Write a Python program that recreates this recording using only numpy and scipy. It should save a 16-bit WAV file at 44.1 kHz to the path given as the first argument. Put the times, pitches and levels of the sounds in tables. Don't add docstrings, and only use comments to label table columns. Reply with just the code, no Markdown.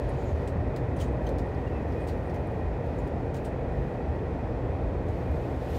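import sys
import numpy as np
from scipy import signal
from scipy.io import wavfile
from scipy.ndimage import uniform_filter1d

SR = 44100
rng = np.random.default_rng(int(sys.argv[2]) if len(sys.argv) > 2 else 0)


def ratio(d):
    e = np.asarray(d, float) / 20
    return 10 ** e


def store_wav(level_fs):
    pcm = np.round(np.clip(np.atleast_2d(level_fs), -1, 1) * 32767)
    wavfile.write(sys.argv[1], SR, pcm.T.astype(np.int16))


N = 255118

# (frequency [Hz], width [Hz])
BODY_MODES = [(53, 19), (79, 24.8), (124, 28.3)]
BODY_MODE_DB = [-39, -37, -39.5]
# (time [s], shaking [dB])
TRACK_SHAKE = [(0, 1.5), (.75, 1), (1.4, 0.5), (2.1, 0.5), (2.7, 0), (3.3, 1.5), (3.9, 0), (4.3, 1),
               (4.9, -1), (5.45, 1.5), (5.78, -4)]
# (time [s], level [dB], frequency [Hz])
TRACK_JOLTS = [(0.06, -31, 53), (0.14, -31.5, 124), (0.34, -27.0, 79), (0.6, -27.5, 79), (0.68, -31.0, 53),
               (0.82, -34, 124), (0.9, -32.0, 79), (1.02, -30, 79), (1.12, -31, 53), (1.15, -32, 124),
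               (1.25, -33.5, 53), (1.39, -28.5, 53), (1.42, -32, 79), (1.77, -31, 79), (1.88, -32, 79),
               (2.53, -30, 79), (2.7, -31.5, 53), (3.69, -32.0, 53), (3.78, -31.5, 53), (3.81, -32.5, 124),
               (4.09, -28, 79), (4.48, -32, 53), (4.65, -31.5, 124), (4.72, -32, 79), (4.88, -29.5, 53),
               (4.94, -33, 79), (4.97, -32.0, 53), (5.09, -32.0, 79), (5.31, -30.5, 79), (5.76, -29.5, 79)]
# (time [s], contact level [dB])
WHEEL_CONTACT = [(0, -57.5), (.76, -54), (1.3, -54), (2.2, -55), (2.8, -57), (3.4, -60), (3.8, -57),
                 (4.6, -58), (5.2, -59.5), (5.78, -57)]
# (frequency [Hz], level [dB per Hz])
ROAR_COLOUR = [(25, -21), (60, 6.5), (150, -3.5), (215, -0.5), (480, 0), (640, -3.5), (880, -9),
               (1150, -18), (1650, -21.5), (2610, -28), (2720, -32.5), (5000, -43.5), (7500, -50.5),
               (16000, -64.5)]
# (frequency [Hz], width [Hz], level [dB])
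WALL_PANELS = [(167, 29.4, -46), (264.7, 38, -47), (469, 62, -45.5), (593.7, 62, -49.5), (758, 107, -52)]
# (frequency [Hz], width [Hz], level [dB], share of the contact swell [1])
RAIL_TONES = [(1880, 236, -1, 0.84), (2465, 46, -10.5, .3), (2560, 54, -17, .2)]
# (frequency [Hz], level [dB per Hz])
CLOTH_COLOUR = [(1000, 3.5), (3000, 12), (6500, 1.5), (9000, -3.5), (12000, -13), (16000, -42)]
# (start [s], hold [s], hiss level [dB], fine high haze level [dB])
CLOTH_STROKES = [(-.04, 0.44, -63.5, -80), (1.2, .05, -67, -80), (1.36, 0.43, -72, -83),
                 (1.86, .25, -68, -79), (2.16, .4, -80, -82), (2.82, .2, -70, -84), (3.36, .05, -76, -79),
                 (3.7, .22, -71, -84), (5.05, .5, -66.5, -78), (5.303, .4, -67, -82),
                 (5.583, .3, -61.5, -73), (5.676, .2, -59, -66), (5.734, .1, -55, -64)]
# (frequency [Hz], level [dB])
FIBRE_COLOUR = [(0, -36), (1000, -18), (2200, 11), (7000, 3.5), (10000, -0.5), (13000, -5.5), (16000, -1),
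                (22050, -4)]
# (start [s], end [s], start pitch [Hz], end pitch [Hz], level [dB])
BAG_WHISKS = [
    (.157, .24, 6600, 6900, -70),
    (.24, .34, 6700, 6500, -69),
    (1.27, 1.353, 490, 490, -35),
    (1.99, 2.06, 8500, 9000, -72),
    (2.26, 2.3, 8800, 9500, -74),
    (2.94, 3.12, 9700, 9800, -82),
    (1.8, 2.2, 13800, 14200, -86),
    (5.08, 5.6, 14200, 14200, -85),
    (.0, .4, 4300, 4100, -75),
]
# (peak time [s], level [dB], ring pitch [Hz], ring share [dB])
CRUNCHES_OF_CLOTH = [(.092, -58.5, 8950, -2), (.428, -74, 11200, 9), (.478, -54, 7700, -10),
                     (.767, -56, 7000, -12), (.968, -56.5, 8700, -2), (.99, -57, 5000, -6),
                     (1.003, -47.5, 3300, -3), (1.015, -49, 6760, -5), (1.035, -63, 4500, -1),
                     (1.27, -52, 3900, 6), (1.394, -57, 5000, -6), (1.465, -69, 9000, 2),
                     (1.678, -64, 5800, 3), (1.924, -60, 5200, 2), (2.075, -53, 8000, -22),
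                     (2.088, -51.5, 4330, -5), (2.178, -66, 11000, -8), (2.300, -59.5, 5200, 0),
                     (2.345, -58, 11500, -14), (2.362, -62, 6200, -5), (2.41, -72, 10500, 0),
                     (2.52, -69, 9000, 1), (2.845, -68, 5800, -3), (2.866, -69, 11800, 4),
                     (2.988, -60, 6960, -6), (3.076, -61, 9500, -16), (3.345, -52, 6500, -10),
                     (3.368, -56, 7000, -10), (3.451, -52.5, 8200, -8), (5.087, -62, 6900, -6)]
# (peak time [s], level [dB], ring pitch [Hz], ring share [dB])
SUDDEN_SNAPS = [(.243, -63, 12000, -8), (.763, -47.5, 4300, 3), (1.128, -69, 8400, 0),
                (.476, -55, 7700, -3), (1.291, -55, 11500, -17), (1.292, -47, 2200, 7),
                (1.385, -49.5, 4200, -3), (1.548, -57, 4600, 9), (2.238, -69, 9000, 0),
                (2.473, -64, 8900, 18), (5.317, -67, 13500, 3)]
# (start [s], end [s], start pitch [Hz], end pitch [Hz], level [dB])
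STRAP_SQUEAKS = [
    (1.104, 1.123, 9800, 9600, -81),
    (.96, .985, 6200, 6100, -69),
    (.995, 1.014, 3300, 3200, -62),
    (1.003, 1.052, 6260, 6900, -65),
    (1.662, 1.69, 2800, 2740, -57),
    (1.008, 1.024, 9250, 9050, -57),
    (.23, .35, 7200, 6400, -72),
    (2.984, 3.01, 7050, 7000, -69),
]
# (start [s], end [s], start pitch [Hz], end pitch [Hz], level [dB])
STRAP_CREAKS = [
    (1.006, 1.031, 3110, 3000, -55),
    (1.263, 1.278, 3140, 3070, -54),
]
CREAK_OVERTONES_DB = [0, -5, -17, -19, -17]
# (start [s], end [s], start pitch [Hz], end pitch [Hz], level [dB])
THIN_WHINES = [
    (1.03, 1.1, 8800, 8150, -74),
    (1.35, 1.664, 2465, 2465, -66),
    (1.71, 1.82, 2676, 2593, -61),
    (1.95, 2.075, 2465, 2490, -59),
    (5.203, 5.5, 2340, 2560, -64),
]


def evened(x):
    return x / np.sqrt(np.mean(x ** 2) + 1e-20)


def curve(rows, column):
    rows = np.array(rows)
    return np.interp(np.arange(N) / SR, rows[:, 0], rows[:, column])


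def add(mix, start_s, sound):
    part = mix[max(round(start_s * SR), 0):][:len(sound)]
    part += sound[:len(part)]


def resonate(x, hz, width):
    turn = np.exp(2j * np.pi * np.cumsum(hz * np.ones(len(x))) / SR)
    decay = np.exp(-np.pi * width / SR)
    smoothed = signal.lfilter([1 - decay], [1, -decay], x / turn)
    return 2 * (turn * smoothed).real


def hum(hz, width, size=N):
    once = resonate(rng.standard_normal(size), hz, width)
    return evened(resonate(once, hz, width))


def noise(colour, patchy_db, size):
    frames, hz = N // (size // 4) + 5, np.fft.rfftfreq(size, 1 / SR)
    real, imag, patches = rng.standard_normal((frames, len(hz), 3)).T
    patches = uniform_filter1d(patches, size=10, axis=0)
    patches = evened(uniform_filter1d(patches, size=12, axis=1))
    colour_hz, level_db = np.transpose(colour)
    colour_db = np.interp(np.log(hz + 1), np.log(colour_hz), level_db, left=-40)
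    spectra = (real + 1j * imag) * ratio(colour_db[:, None] + patchy_db * patches)
    sound = signal.istft(spectra, nperseg=size, noverlap=3 * size // 4)[1]
    return evened(sound[:N])


def boom():
    jolt_s = 0.033
    out, t, modes_hz = np.zeros(N), np.arange(N) / SR, np.array(BODY_MODES)[:, 0]
    for k, (hz, width) in enumerate(BODY_MODES):
        mode = hum(hz, width)
        lumps = np.sqrt(abs(uniform_filter1d(mode ** 2, size=3000)) + 0.035)
        power = ratio(2 * (BODY_MODE_DB[k] + curve(TRACK_SHAKE, 1)))
        for s, db, jolt_hz in TRACK_JOLTS:
            if np.argmin(abs(modes_hz - jolt_hz)) == k:
                power = power + ratio(2 * db) * np.exp(-((t - s) / jolt_s) ** 2)
        out += np.sqrt(power) * evened(mode / lumps ** 0.75)
    return out


def roar():
    roar_db, contact_share = -33.5, 0.05
    contact_db = curve(WHEEL_CONTACT, 1)
    swell = ratio(contact_share * (contact_db - contact_db.mean()))
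    panels = sum(ratio(db) * hum(hz, width) for hz, width, db in WALL_PANELS)
    return swell * (ratio(roar_db) * noise(ROAR_COLOUR, patchy_db=0.46, size=2048) + panels)


def rail_song():
    contact_db = curve(WHEEL_CONTACT, 1)
    mean_db = contact_db.mean()
    swell_db = contact_db - mean_db
    return sum(ratio(mean_db + db + share * swell_db) * hum(hz, width)
               for hz, width, db, share in RAIL_TONES)


def stroked(rest_db, column):
    rise_s, fall_s = 0.03, 0.092
    t, power = np.arange(N) / SR, ratio(2 * rest_db)
    for row in CLOTH_STROKES:
        start, hold = row[:2]
        fall_start = start + rise_s + hold
        shape = np.minimum((t - start) / rise_s, 1 - (t - fall_start) / fall_s)
        power = power + (ratio(row[column]) * np.clip(shape, 0, 1)) ** 2
    return np.sqrt(power)


def fibre_snap():
    hz, colour_db = np.transpose(FIBRE_COLOUR)
    power = ratio(2 * np.interp(np.linspace(0, SR / 2, 64), hz, colour_db))
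    return signal.minimum_phase(signal.firwin2(129, np.linspace(0, 1, 64), power))


def sliding_cloth(fibre):
    sizes = ratio(3.0 * np.minimum(rng.exponential(1, N), 4))
    hits = rng.random(N) < 1500 / SR
    prickle = sizes * hits * rng.standard_normal(N)
    haze = hum(12600, 5500) + 0.76 * evened(signal.oaconvolve(prickle, fibre)[:N])
    hiss = noise(CLOTH_COLOUR, patchy_db=-0.5, size=256)
    return stroked(-79, column=2) * hiss + stroked(-88.5, column=3) * haze


def rubbed_tones(rows, width_share):
    out = np.zeros(N)
    for start, end, hz0, hz1, db in rows:
        size = round((end - start) * SR)
        tone = hum(np.linspace(hz0, hz1, size), width_share * hz0, size=size)
        lumps = np.sqrt(abs(uniform_filter1d(tone ** 2, size=400)) + 0.39)
        add(out, start, ratio(db) * evened(tone / lumps) * signal.windows.tukey(size, .5))
    return out


def bag_whisks():
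    return rubbed_tones(BAG_WHISKS, 0.18)


def crackles(rows, rise_s, t60_s, fibre):
    out, t = np.zeros(N), np.arange(SR // 8) / SR
    for s, db, ring_hz, ring_db in rows:
        ring_t60_s = max(t60_s * (1 + 0.08 * (db + 61)), .01)
        clumps = ratio(0.88 * rng.exponential(1, len(t) // 48 + 1))
        clumps = clumps.repeat(48)[:len(t)]
        drive = evened(rng.standard_normal(len(t)) * clumps)
        drive[round(rise_s * SR)] = 0.27 / np.sqrt(rise_s)
        drive *= np.minimum(t / rise_s, 1) * ratio(-60 * np.maximum(t - rise_s, 0) / ring_t60_s)
        ring_width = 0.28 * ring_hz
        ring = 2.24 * resonate(resonate(drive, ring_hz, ring_width), ring_hz, ring_width)
        click = signal.oaconvolve(drive, fibre / np.linalg.norm(fibre))[:len(t)]
        blend = (click + ratio(ring_db) * ring) / np.sqrt(1 + ratio(2 * ring_db))
        add(out, s - rise_s, ratio(db) * blend)
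    return out


def crunches(fibre):
    return crackles(CRUNCHES_OF_CLOTH, 0.0073, 0.083, fibre)


def strap_squeaks():
    creaks = [(start, end, k * hz0, k * hz1, db + over_db)
              for start, end, hz0, hz1, db in STRAP_CREAKS
              for k, over_db in enumerate(CREAK_OVERTONES_DB, start=1)]
    return rubbed_tones(STRAP_SQUEAKS + creaks, 0.021)


def snaps(fibre):
    return crackles(SUDDEN_SNAPS, 0.00093, 0.029, fibre)


def whines():
    return rubbed_tones(THIN_WHINES, 0.011)


def scene():
    fibre = fibre_snap()
    carriage = boom() + roar() + rail_song()
    cloth = sliding_cloth(fibre) + crunches(fibre) + snaps(fibre)
    bag_and_whines = bag_whisks() + strap_squeaks() + whines()
    return (carriage + cloth + bag_and_whines)[None]


def roll_off(x):
    return signal.sosfilt(signal.butter(12, 15950, fs=SR, output="sos"), x)


def record(dry):
    thin = signal.sosfilt(signal.butter(2, 36, "high", fs=SR, output="sos"), dry)
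    power_db = 10 * np.log10(abs(uniform_filter1d(thin ** 2, size=600)) + 1e-12)
    over_db = np.maximum(power_db + 24.5, 0)
    held = thin / ratio(0.85 * uniform_filter1d(over_db, size=300))
    top_cut = signal.firwin(2047, 15785, window=("kaiser", 4), fs=SR)
    mix = signal.oaconvolve(held, top_cut[None], "same")
    return roll_off(mix)


dry = scene()
out = record(dry)
store_wav(out)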